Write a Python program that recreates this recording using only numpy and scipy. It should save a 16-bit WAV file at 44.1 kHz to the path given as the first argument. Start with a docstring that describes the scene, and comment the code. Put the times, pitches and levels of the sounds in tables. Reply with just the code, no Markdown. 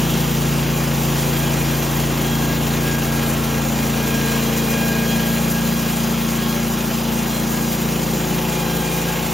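"""A portable band sawmill cuts along a log; the engine throbs and the cut goes on throughout.
A four-stroke petrol engine near 3420 rpm sounds as a stack of orders, with pulsed noise for gas and metal.
Pulsed noise makes the rasp and the dusty spray with its chips; tones at tooth-pattern multiples sing.
Grips on the blade crowd between 4 and 6 s. The boom and a thin hum sink early on; the hum is back
from about 5 s, the boom near 8 s, and the hum is strongest at the end."""
import sys
import numpy as np
from scipy import signal
from scipy.fft import rfft, irfft
from scipy.io import wavfile
from scipy.ndimage import uniform_filter1d

SR = 44100
rng = np.random.default_rng(int(sys.argv[2]) if len(sys.argv) > 2 else 0)


def digitize_waveform(pressure):
    """Quantize a signal to 16-bit integers and store it at the path in sys.argv[1].

    Rows of a 2-D input are taken as channels; values are limited to [-1, 1].
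    """
    field = np.atleast_2d(pressure).T
    bounded = np.clip(field, -1, 1)
    quanta = np.round(bounded * 32767).astype(np.int16)
    wavfile.write(sys.argv[1], SR, quanta)


N = 411453
T = np.arange(N) / SR
HZ = np.fft.rfftfreq(N, 1 / SR)
PATTERNS_PER_CYCLE = 9.537  # left-right-straight patterns of three teeth per engine cycle
# multiples of the pattern rate that sing: two to five times the tooth rate
SING_MULTIPLES = (6, 9, 12, 15)


def amp(db):
    """Decibels to gain."""
    return 10 ** (np.asarray(db) / 20)


def unit(x):
    """Scales to an rms of one."""
    return x / np.sqrt(np.mean(x ** 2) + 1e-20)


def curves(rows):
    """Interpolates each column of a timed table, sample by sample."""
    time_s, *columns = np.transpose(rows)
    return [np.interp(T, time_s, column) for column in columns]


def across(points):
    """Interpolates a table over frequency on a log axis."""
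    freq_hz, value = np.transpose(points)
    return np.interp(np.log(HZ + 1), np.log(freq_hz + 1), value)


def drift(corner_hz):
    """Smooth chance of rms one, low-passed at corner_hz."""
    count, rate_hz = 8192, 800
    slow_hz = np.fft.rfftfreq(count, 1 / rate_hz)
    spectrum = rfft(rng.standard_normal(count)) / (1 + (slow_hz / corner_hz) ** 4)
    return np.interp(T, np.arange(count) / rate_hz, unit(irfft(spectrum)))


def coloured(x, density_db):
    """Shapes the spectrum of two channels, at an rms of one."""
    return unit(irfft(rfft(x) * amp(across(density_db)), N))


def puff(turns, decay_turns):
    """Once a turn: a jump that dies away, with a mean near one if the decay is short."""
    return np.exp(-(turns % 1) / decay_turns) / decay_turns


def pulsed_noise(power):
    """Two channels of white noise following a power envelope."""
    return rng.standard_normal((2, N)) * np.sqrt(power)


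def exhaust(cycles, level_db=-24.0, wander_db=3.0, uneven=0.04, lead_cycles=-0.025):
    """Each firing rings the muffler; the rings overlap into a throbbing stack of engine orders."""
    # orders: order (multiple of the cycle rate), relative_db
    orders = [(1, -28), (2, -5), (3, -16.5), (4, -13), (5, 1), (6, -1), (7, -3), (8, 1), (9, -23),
              (10, -15.5), (11, -8), (12, -11.5), (13, -8.5), (14, -18.5), (15, -32), (16, -11),
              (17, -19.5), (18, -16.5), (19, -19), (20, -18), (21, -24), (22, -37), (23, -18), (24, -23.5),
              (26, -21.5), (28, -22), (32, -30), (34, -37), (36, -30.5), (38, -22)]
    # orders that swell on their own as the saw head travels; order: (time_s, change_db)
    own_changes = { 3: [(0, 0), (3.5, 6.5), (5.5, -4), (7.2, -19), (8.2, -9), (9.33, -3)], 5: [(0, 3.5),
                   (1.4, 3.5), (4.2, .5), (7.1, -4.5), (8, -2.5), (9.33, -5)], 6: [(0, 3), (1.95, -7),
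                   (2.45, -1), (3.1, -7), (4.05, -12), (4.6, -2.5), (5.6, 3), (7.2, -5.5), (7.9, 0.5),
                   (9.33, 0.5)], 7: [(0, -8), (2.1, -20), (2.95, -25), (3.8, -1), (6.5, -2.5), (8.1, -1),
                   (9.1, -20)], 8: [(0, -0.5), (2, -0.8), (4.9, 3), (7.9, 0.5), (8.9, -5.5), (9.33, -2.5)],
                   9: [(0, 17), (3.2, 9), (4.4, 7), (6.1, -17), (7.5, -2), (9.33, -5)], 10: [(0, -9),
                   (1.2, -12), (2.2, 9), (3.5, 5.5), (4.5, 8), (6.5, -3), (8.3, 1), (9.33, 2)],
                   11: [(0, -1), (1.8, 2.5), (3.3, -0.5), (4.1, -4), (5.6, -12), (6.3, -2.5), (8.3, -0.5),
                   (9.33, -4)], 12: [(0, 2), (1.4, 1), (3, -7.5), (4.3, 2), (7.4, -3.5), (8.5, -11),
                   (9.33, -6)], 13: [(0, 0), (2.8, 2), (4.3, -8), (6.6, -1), (7.6, -2), (8.3, 4),
                   (9.33, 1.5)], 14: [(0, 1), (3, -2), (4.7, 5), (7, -2), (8, 1), (9.33, -6)], 16: [(0, -3),
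                   (1.8, -11), (3.3, -4), (4.5, 6.5), (5.8, -2.5), (7.4, -10), (8.1, -3), (9.33, 1)],
                   18: [(0, -5), (1.3, 7), (2.3, -7), (4, -4), (5, 2.5), (6.8, -5), (7.8, 3.5), (9, 8.5),
                   (9.33, 3)], 26: [(0, -8), (3.8, -6), (4.7, -4), (5.7, -1), (8.2, 1), (8.9, 9.5),
                   (9.33, 7)]}
    # other orders below the muffler's resonance: time_s, change_db
    deep_changes = [(0, 1), (2.6, 1.5), (4.6, -1), (7.1, -2.5), (9.33, -2.5)]
    # other orders above it: time_s, change_db
    upper_changes = [(0, -4.5), (1.8, 0.5), (2.5, -1.5), (3.7, -3), (4.6, 1), (7.5, -4), (8.3, -4.5),
                     (9.33, 0)]
    # thin hum at the thirtieth order: time_s, peak_db
    hum_levels = [(0, -43), (2.5, -53), (4.9, -52), (5.25, -44), (5.8, -41), (7.7, -47), (8.3, -36),
                  (9.33, -34.5)]
    upper_from, shell_from = 9, 13  # first orders above the resonance, and out through the shell
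    baffle_lag_rad, thump_order = 0.37, 6.3  # lag per squared distance from the thump's central order
    shell_delay_cycles, shell_scatter_rad = 0.1, 1.25
    firing_flutter = 0.006  # per order: radians, and share of strength

    deep_db, upper_db = curves(deep_changes)[0], curves(upper_changes)[0]
    hum_phase = 2 * np.pi * 30 * cycles + 0.54 * drift(6)
    out = amp(curves(hum_levels)[0]) * np.cos(hum_phase)
    for k, db in orders:
        if k in own_changes:
            change_db = curves(own_changes[k])[0]
        elif k < upper_from:
            change_db = deep_db
        else:
            change_db = upper_db + wander_db * drift(1.0)
        if k < shell_from:
            # higher orders take longer in the baffles: each thump rises in pitch as it dies
            lag = baffle_lag_rad * (k - thump_order) ** 2
        else:
            # shell orders keep loosely to the beat
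            lag = 2 * np.pi * k * shell_delay_cycles + shell_scatter_rad * drift(0.39)
        phase = 2 * np.pi * k * (cycles + lead_cycles) - lag + firing_flutter * k * drift(21)
        strength = 1 + firing_flutter * k * drift(4.2)
        out -= amp(level_db + db + change_db) * np.sin(phase) * strength
    return out * (1 + uneven * drift(4.9))  # uneven firings


def roar(cycles, trim_db=3.5, pulsing=0.22, boom_pulsing=0.5):
    """Gas and cooling air rush, harder after each firing; the gas also booms in the muffler."""
    # rush: time_s, base_db (before the trim)
    rush_levels = [(0, -31), (1.5, -30.5), (3.5, -30.5), (4.7, -31), (6, -32.5), (7.2, -32), (8.3, -31.5),
                   (9.33, -32)]
    # boom: time_s, level_db
    boom_levels = [(0, -36), (2.5, -38), (3.6, -47), (7.3, -47), (8.3, -35), (9.33, -42)]
    # rush colour: freq_hz, density_db
    rush_density = [(20, -29), (45, -24), (70, -12), (125, -16.5), (185, -4.5), (250, -5.3), (340, -9),
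                    (400, -7.5), (500, -7), (620, -10.5), (720, -10.5), (830, -9), (1100, -12.3),
                    (1600, -18.5), (4000, -45)]
    # boom colour: freq_hz, density_db
    boom_density = [(60, -40), (125, -16), (185, 0), (250, -8), (340, -18), (700, -45)]
    firing = puff(cycles + 0.11, 0.55)
    rush = coloured(pulsed_noise(1 + pulsing * firing), rush_density)
    boom = coloured(pulsed_noise(1 + boom_pulsing * firing), boom_density)
    return amp(curves(rush_levels)[0] + trim_db) * rush + amp(curves(boom_levels)[0]) * boom


def clatter(cycles, level_db=-42, decay_cycles=0.15):
    """The engine's metal clacks once a cycle: a decaying burst of noise."""
    # freq_hz, density_db
    clack_density = [(1500, -27), (3000, 3), (4500, -2), (7000, 0.5), (9000, -19), (14000, -25)]
    return amp(level_db) * coloured(pulsed_noise(puff(cycles + 0.095, decay_cycles)), clack_density)


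def rasp(cycles, base_db, trim_db=1.0, surge=0.22, tick=0.015, grain_db=1.08, bite=0.33):
    """Each tooth tears the fibres; each power stroke tugs the band and the valve gear ticks."""
    # freq_hz, density_db
    rasp_density = [(400, -25), (900, -8), (1300, -0.5), (2000, 2), (2800, 3), (3600, -1.5), (4600, -6.5),
                    (6000, -8.5), (9000, -15.5)]
    beat = 1 + surge * puff(cycles + 0.13, 0.23) + tick * puff(cycles + 0.058, 0.04)
    teeth = 1 + bite * puff(3 * PATTERNS_PER_CYCLE * cycles, 1 / 4)
    tearing = pulsed_noise(beat * teeth) * amp(grain_db * drift(38))
    return amp(base_db + trim_db) * coloured(tearing, rasp_density)


def sawdust(cycles, base_db, trim_db=2.5, gust_db=1.0, pulsing=0.088,
            chips_per_s=900, chip_db=1.5, spread_db=3.0):
    """Pulsed noise with chance chips; it swells as the band comes round, and a little half way."""
    # freq_hz, density_db
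    hiss_density = [(2000, -20.5), (4500, -7), (5200, -5.5), (5800, -3), (6900, -1.3), (7900, 4.2),
                    (8500, 1.5), (9300, .3), (10300, -3.2), (11700, -5.5), (12300, -.6), (13200, 1),
                    (14300, -3.2), (15800, -5)]
    loops = cycles / 5.8  # engine cycles per loop of the band
    spray = pulsed_noise(1 + pulsing * puff(cycles + 0.11, 0.54))
    sizes = amp(chip_db + spread_db * np.minimum(rng.exponential(1, (2, N)), 5))
    hits = rng.random((2, N)) < chips_per_s / SR
    chips = sizes * rng.choice([-1, 1], (2, N)) * hits
    loop_db = 0.4 * np.cos(2 * np.pi * loops) + 0.38 * np.cos(4 * np.pi * loops)
    level_db = base_db + trim_db + loop_db + gust_db * drift(31)
    return amp(level_db) * coloured(spray + chips, hiss_density)


def patchy(x, depth_db=1.13):
    """Chance drift in the colour of the cutting noise, smoothed over time and frequency."""
    _, _, z = signal.stft(x, SR, nperseg=512)
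    field = rng.standard_normal(z.shape[1:])
    field = uniform_filter1d(field, size=9, axis=0)  # over frequency
    field = unit(uniform_filter1d(field, size=12, axis=1))  # over time
    return signal.istft(z * amp(depth_db * field), SR, nperseg=512)[1][:, :N]


def grips():
    """The wood grips the blade and lets go in a bell; returns the strength of the singing tones."""
    # peak_s, half_length_s, then base_db at two, three, four and five times the tooth rate
    grip_rows = [(.15, .2, -56, -60, -39, -60), (.78, .16, -59, -43, -45, -60),
                 (1.43, 0.1, -39, -41, -37, -58), (1.64, .17, -48, -40, -48, -61),
                 (2.32, .18, -40, -65, -38, -51), (2.51, 0.13, -34, -54, -50, -46),
                 (2.92, 0.15, -33, -47, -45, -54), (3.18, .17, -36, -60, -58, -58),
                 (3.55, .16, -40, -47, -48, -56), (3.88, .15, -41, -50, -46, -56),
                 (4.1, .17, -36, -40, -41, -54), (4.27, .16, -33, -36.5, -46, -48),
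                 (4.5, .15, -43, -52, -41, -41), (4.77, 0.17, -45, -36.5, -47, -50),
                 (4.9, 0.24, -31.5, -36, -52, -48), (5.12, .08, -42, -41, -35.5, -43),
                 (5.25, 0.26, -35, -47, -41, -54), (5.59, .15, -36, -52, -50, -58),
                 (5.85, .2, -41, -43, -51, -50), (6.52, .2, -41, -46, -42.5, -47),
                 (7.36, .11, -50, -56, -43, -39), (7.6, .14, -39, -56, -56, -56),
                 (8.56, .11, -58, -39, -43, -54), (8.72, 0.17, -39, -47, -40, -44),
                 (8.93, .13, -41, -38, -52, -54), (9.11, 0.092, -37, -49, -50, -52)]
    power = np.zeros((len(SING_MULTIPLES), N))
    for peak_s, half_length_s, *tone_db in grip_rows:
        near = abs(T - peak_s) < half_length_s
        bell = np.cos(np.pi / 2 * (T[near] - peak_s) / half_length_s) ** 2
        power[:, near] += amp(tone_db)[:, None] ** 2 * bell
    return np.sqrt(power)


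def blade(cycles, load_db, singing, sing_db=-0.2, ripple=0.0089, slip=0.016, jitter=0.0033,
          flicker=0.27, load_follow=0.83, bend=0.0089):
    """Tones of the passing teeth; crank ripple and uneven teeth smear the high ones most."""
    # multiple of the pattern rate, base_db
    teeth = [(3, -45), (4, -52), (5, -48.5), (6, -46.5), (7, -52), (8, -49), (9, -44), (10, -46),
             (11, -45.5), (12, -44), (13, -49.5), (14, -49), (15, -47), (16, -52), (17, -54.5), (18, -47),
             (21, -47.5), (22, -55), (24, -52), (26, -52)]
    # tones that swell and fade along the cut; multiple: (time_s, change_db)
    swells = { 3: [(0, -2), (1.9, -7), (2.25, 5), (2.75, -7), (3.2, 7), (4.1, -2), (4.7, 6), (5.3, -4),
              (9.33, -2)], 4: [(0, 1), (5.7, -4), (6.4, 13), (7.3, -7), (9.33, 6)], 5: [(0, -2), (2.7, -6),
              (3.5, 11), (3.9, -8), (5.5, 2), (6.6, 5), (7.5, -7), (9.33, -5)], 9: [(0, -7), (1.3, 2),
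              (2.3, -3), (3.3, 1.5), (5, 3), (6.2, -2), (7.4, -1), (8.9, 2), (9.33, 0)], 12: [(0, -1),
              (1.9, 2), (3.4, -1), (4.3, 1), (6.1, 2), (7.1, -3), (8.4, -2), (9.33, -2)], 15: [(0, -1),
              (3.4, -2), (4.4, 3), (6.2, 2), (7, -3), (8.1, -1), (9.33, -2)], 18: [(0, -1), (1.3, -1),
              (3.3, -9), (4.4, 1), (5.9, 3), (6.6, 1), (7.7, 1), (9.33, -3)]}
    wander_db = 1.1  # chance swelling of the other tones
    flicker_from, flicker_db = 9, 2.4  # lowest flickering multiple, dB per unit of drift
    flutter_above, flutter_turns = 6, 0.18  # flutter starts above this multiple, full an octave up

    turns = PATTERNS_PER_CYCLE * cycles + ripple * np.sin(2 * np.pi * cycles) + slip * drift(8.4)
    effort_db = load_follow * (load_db - load_db.mean())
    sung = dict(zip(SING_MULTIPLES, amp(sing_db) * singing))
    out = np.zeros(N)
    for k, db in teeth:
        if k in swells:
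            level_db = db + curves(swells[k])[0]
        else:
            level_db = db + effort_db + wander_db * drift(2.9)
        if k >= flicker_from:
            level_db = level_db + flicker_db * (np.minimum(drift(7.3), 1) - 0.5)
        # each tone rides its own bending wave of the band, so they do not line up into clicks
        phase_turns = k * (turns + jitter * drift(50) + bend * drift(12.3)) + rng.random()
        # short waves flutter in the kerf
        phase_turns += flutter_turns * np.clip(k / flutter_above - 1, 0, 1) * drift(45)
        strength = np.sqrt(2) * np.hypot(amp(level_db), sung.get(k, 0))
        out += strength * (1 + flicker * drift(25)) * np.cos(2 * np.pi * phase_turns)
    return out


def ports(direct, scattered, echo=0.08, echo_s=0.00431):
    """Two microphone ports: partly alike, with frequency-dependent phase and balance."""
    # freq_hz, phase_rad (left leads)
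    port_phase = [(20, .12), (60, .22), (200, .28), (400, .22), (620, .45), (1000, .05), (1380, -.24),
                  (1720, 0), (6850, 0), (7000, .65), (7300, 1.3), (7500, 2.1), (7680, 3.14), (9650, 3.14),
                  (10200, 2.7), (11500, 2.05), (13200, 1.5), (14100, 1.1), (15400, .15)]
    # freq_hz, likeness (correlation of the ports, no unit)
    port_likeness = [(60, .94), (130, .92), (250, .89), (600, .72), (1000, .72), (1450, .92), (1720, .9999),
                     (6850, .9999), (7000, .78), (7400, .8), (7680, .9999), (9500, .9999), (9800, .88),
                     (11400, .6), (12800, .78), (14300, .58), (15400, .88)]
    # freq_hz, left_minus_right_db
    port_balance = [(60, -.4), (170, 1), (350, 1.9), (800, 3.2), (1300, 1), (1800, 0)]
    likeness = np.clip(across(port_likeness), -1, 1)
    common, apart = rfft(scattered)
    tones = rfft(direct)
    # an echo off the mill's frame reaches the two ports differently
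    apart = apart + echo * tones * np.exp(-2j * np.pi * HZ * echo_s)
    common = (common + tones) * np.sqrt((1 + likeness) / 2)
    apart = apart * np.sqrt((1 - likeness) / 2)
    side = np.array([[1], [-1]])
    balance = amp(side * across(port_balance) / 2)
    turn = np.exp(0.5j * side * across(port_phase))
    return irfft((common + side * apart) * balance * turn, N)


def scene():
    """One crankshaft times everything: firings, teeth and the loop of the band."""
    # time_s, crank_rpm
    speed = [(0.0, 3418), (1.2, 3417), (1.6, 3412), (1.8, 3400), (2.4, 3427), (2.8, 3420), (3.4, 3417),
             (4.4, 3407), (5.8, 3430), (6.0, 3425), (7.0, 3448), (8.6, 3403), (8.8, 3380), (9.33, 3420)]
    # time_s, rasp_base_db, hiss_base_db
    cut = [(0, -32.5, -29), (.75, -33, -30), (1.35, -32, -28.5), (2.1, -33, -30.5), (3, -33, -29.5),
           (3.75, -34, -30), (4.3, -32, -29), (4.72, -32, -29), (5.3, -33, -28.5), (5.95, -34, -29.5),
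           (6.45, -34, -30.5), (6.85, -34.5, -31), (7.65, -35, -29), (8.1, -34, -30.5), (8.6, -34, -29.5),
           (9.33, -32.5, -30.5)]
    cycles = np.cumsum(curves(speed)[0] / 60) / 2 / SR  # two crank turns a cycle
    rasp_db, hiss_db = curves(cut)
    engine_noise = roar(cycles) + clatter(cycles)
    cutting = rasp(cycles, rasp_db) + sawdust(cycles, hiss_db)
    tones = exhaust(cycles) + blade(cycles, rasp_db, grips())
    return ports(tones, engine_noise + patchy(cutting))


def record(dry):
    """The recorder's band limit: a linear-phase low-pass at 15.8 kHz."""
    lowpass = signal.firwin(801, 15800, window=("kaiser", 9), fs=SR)
    return signal.oaconvolve(dry, lowpass[None], "same")


dry = scene()
out = record(dry)
digitize_waveform(out)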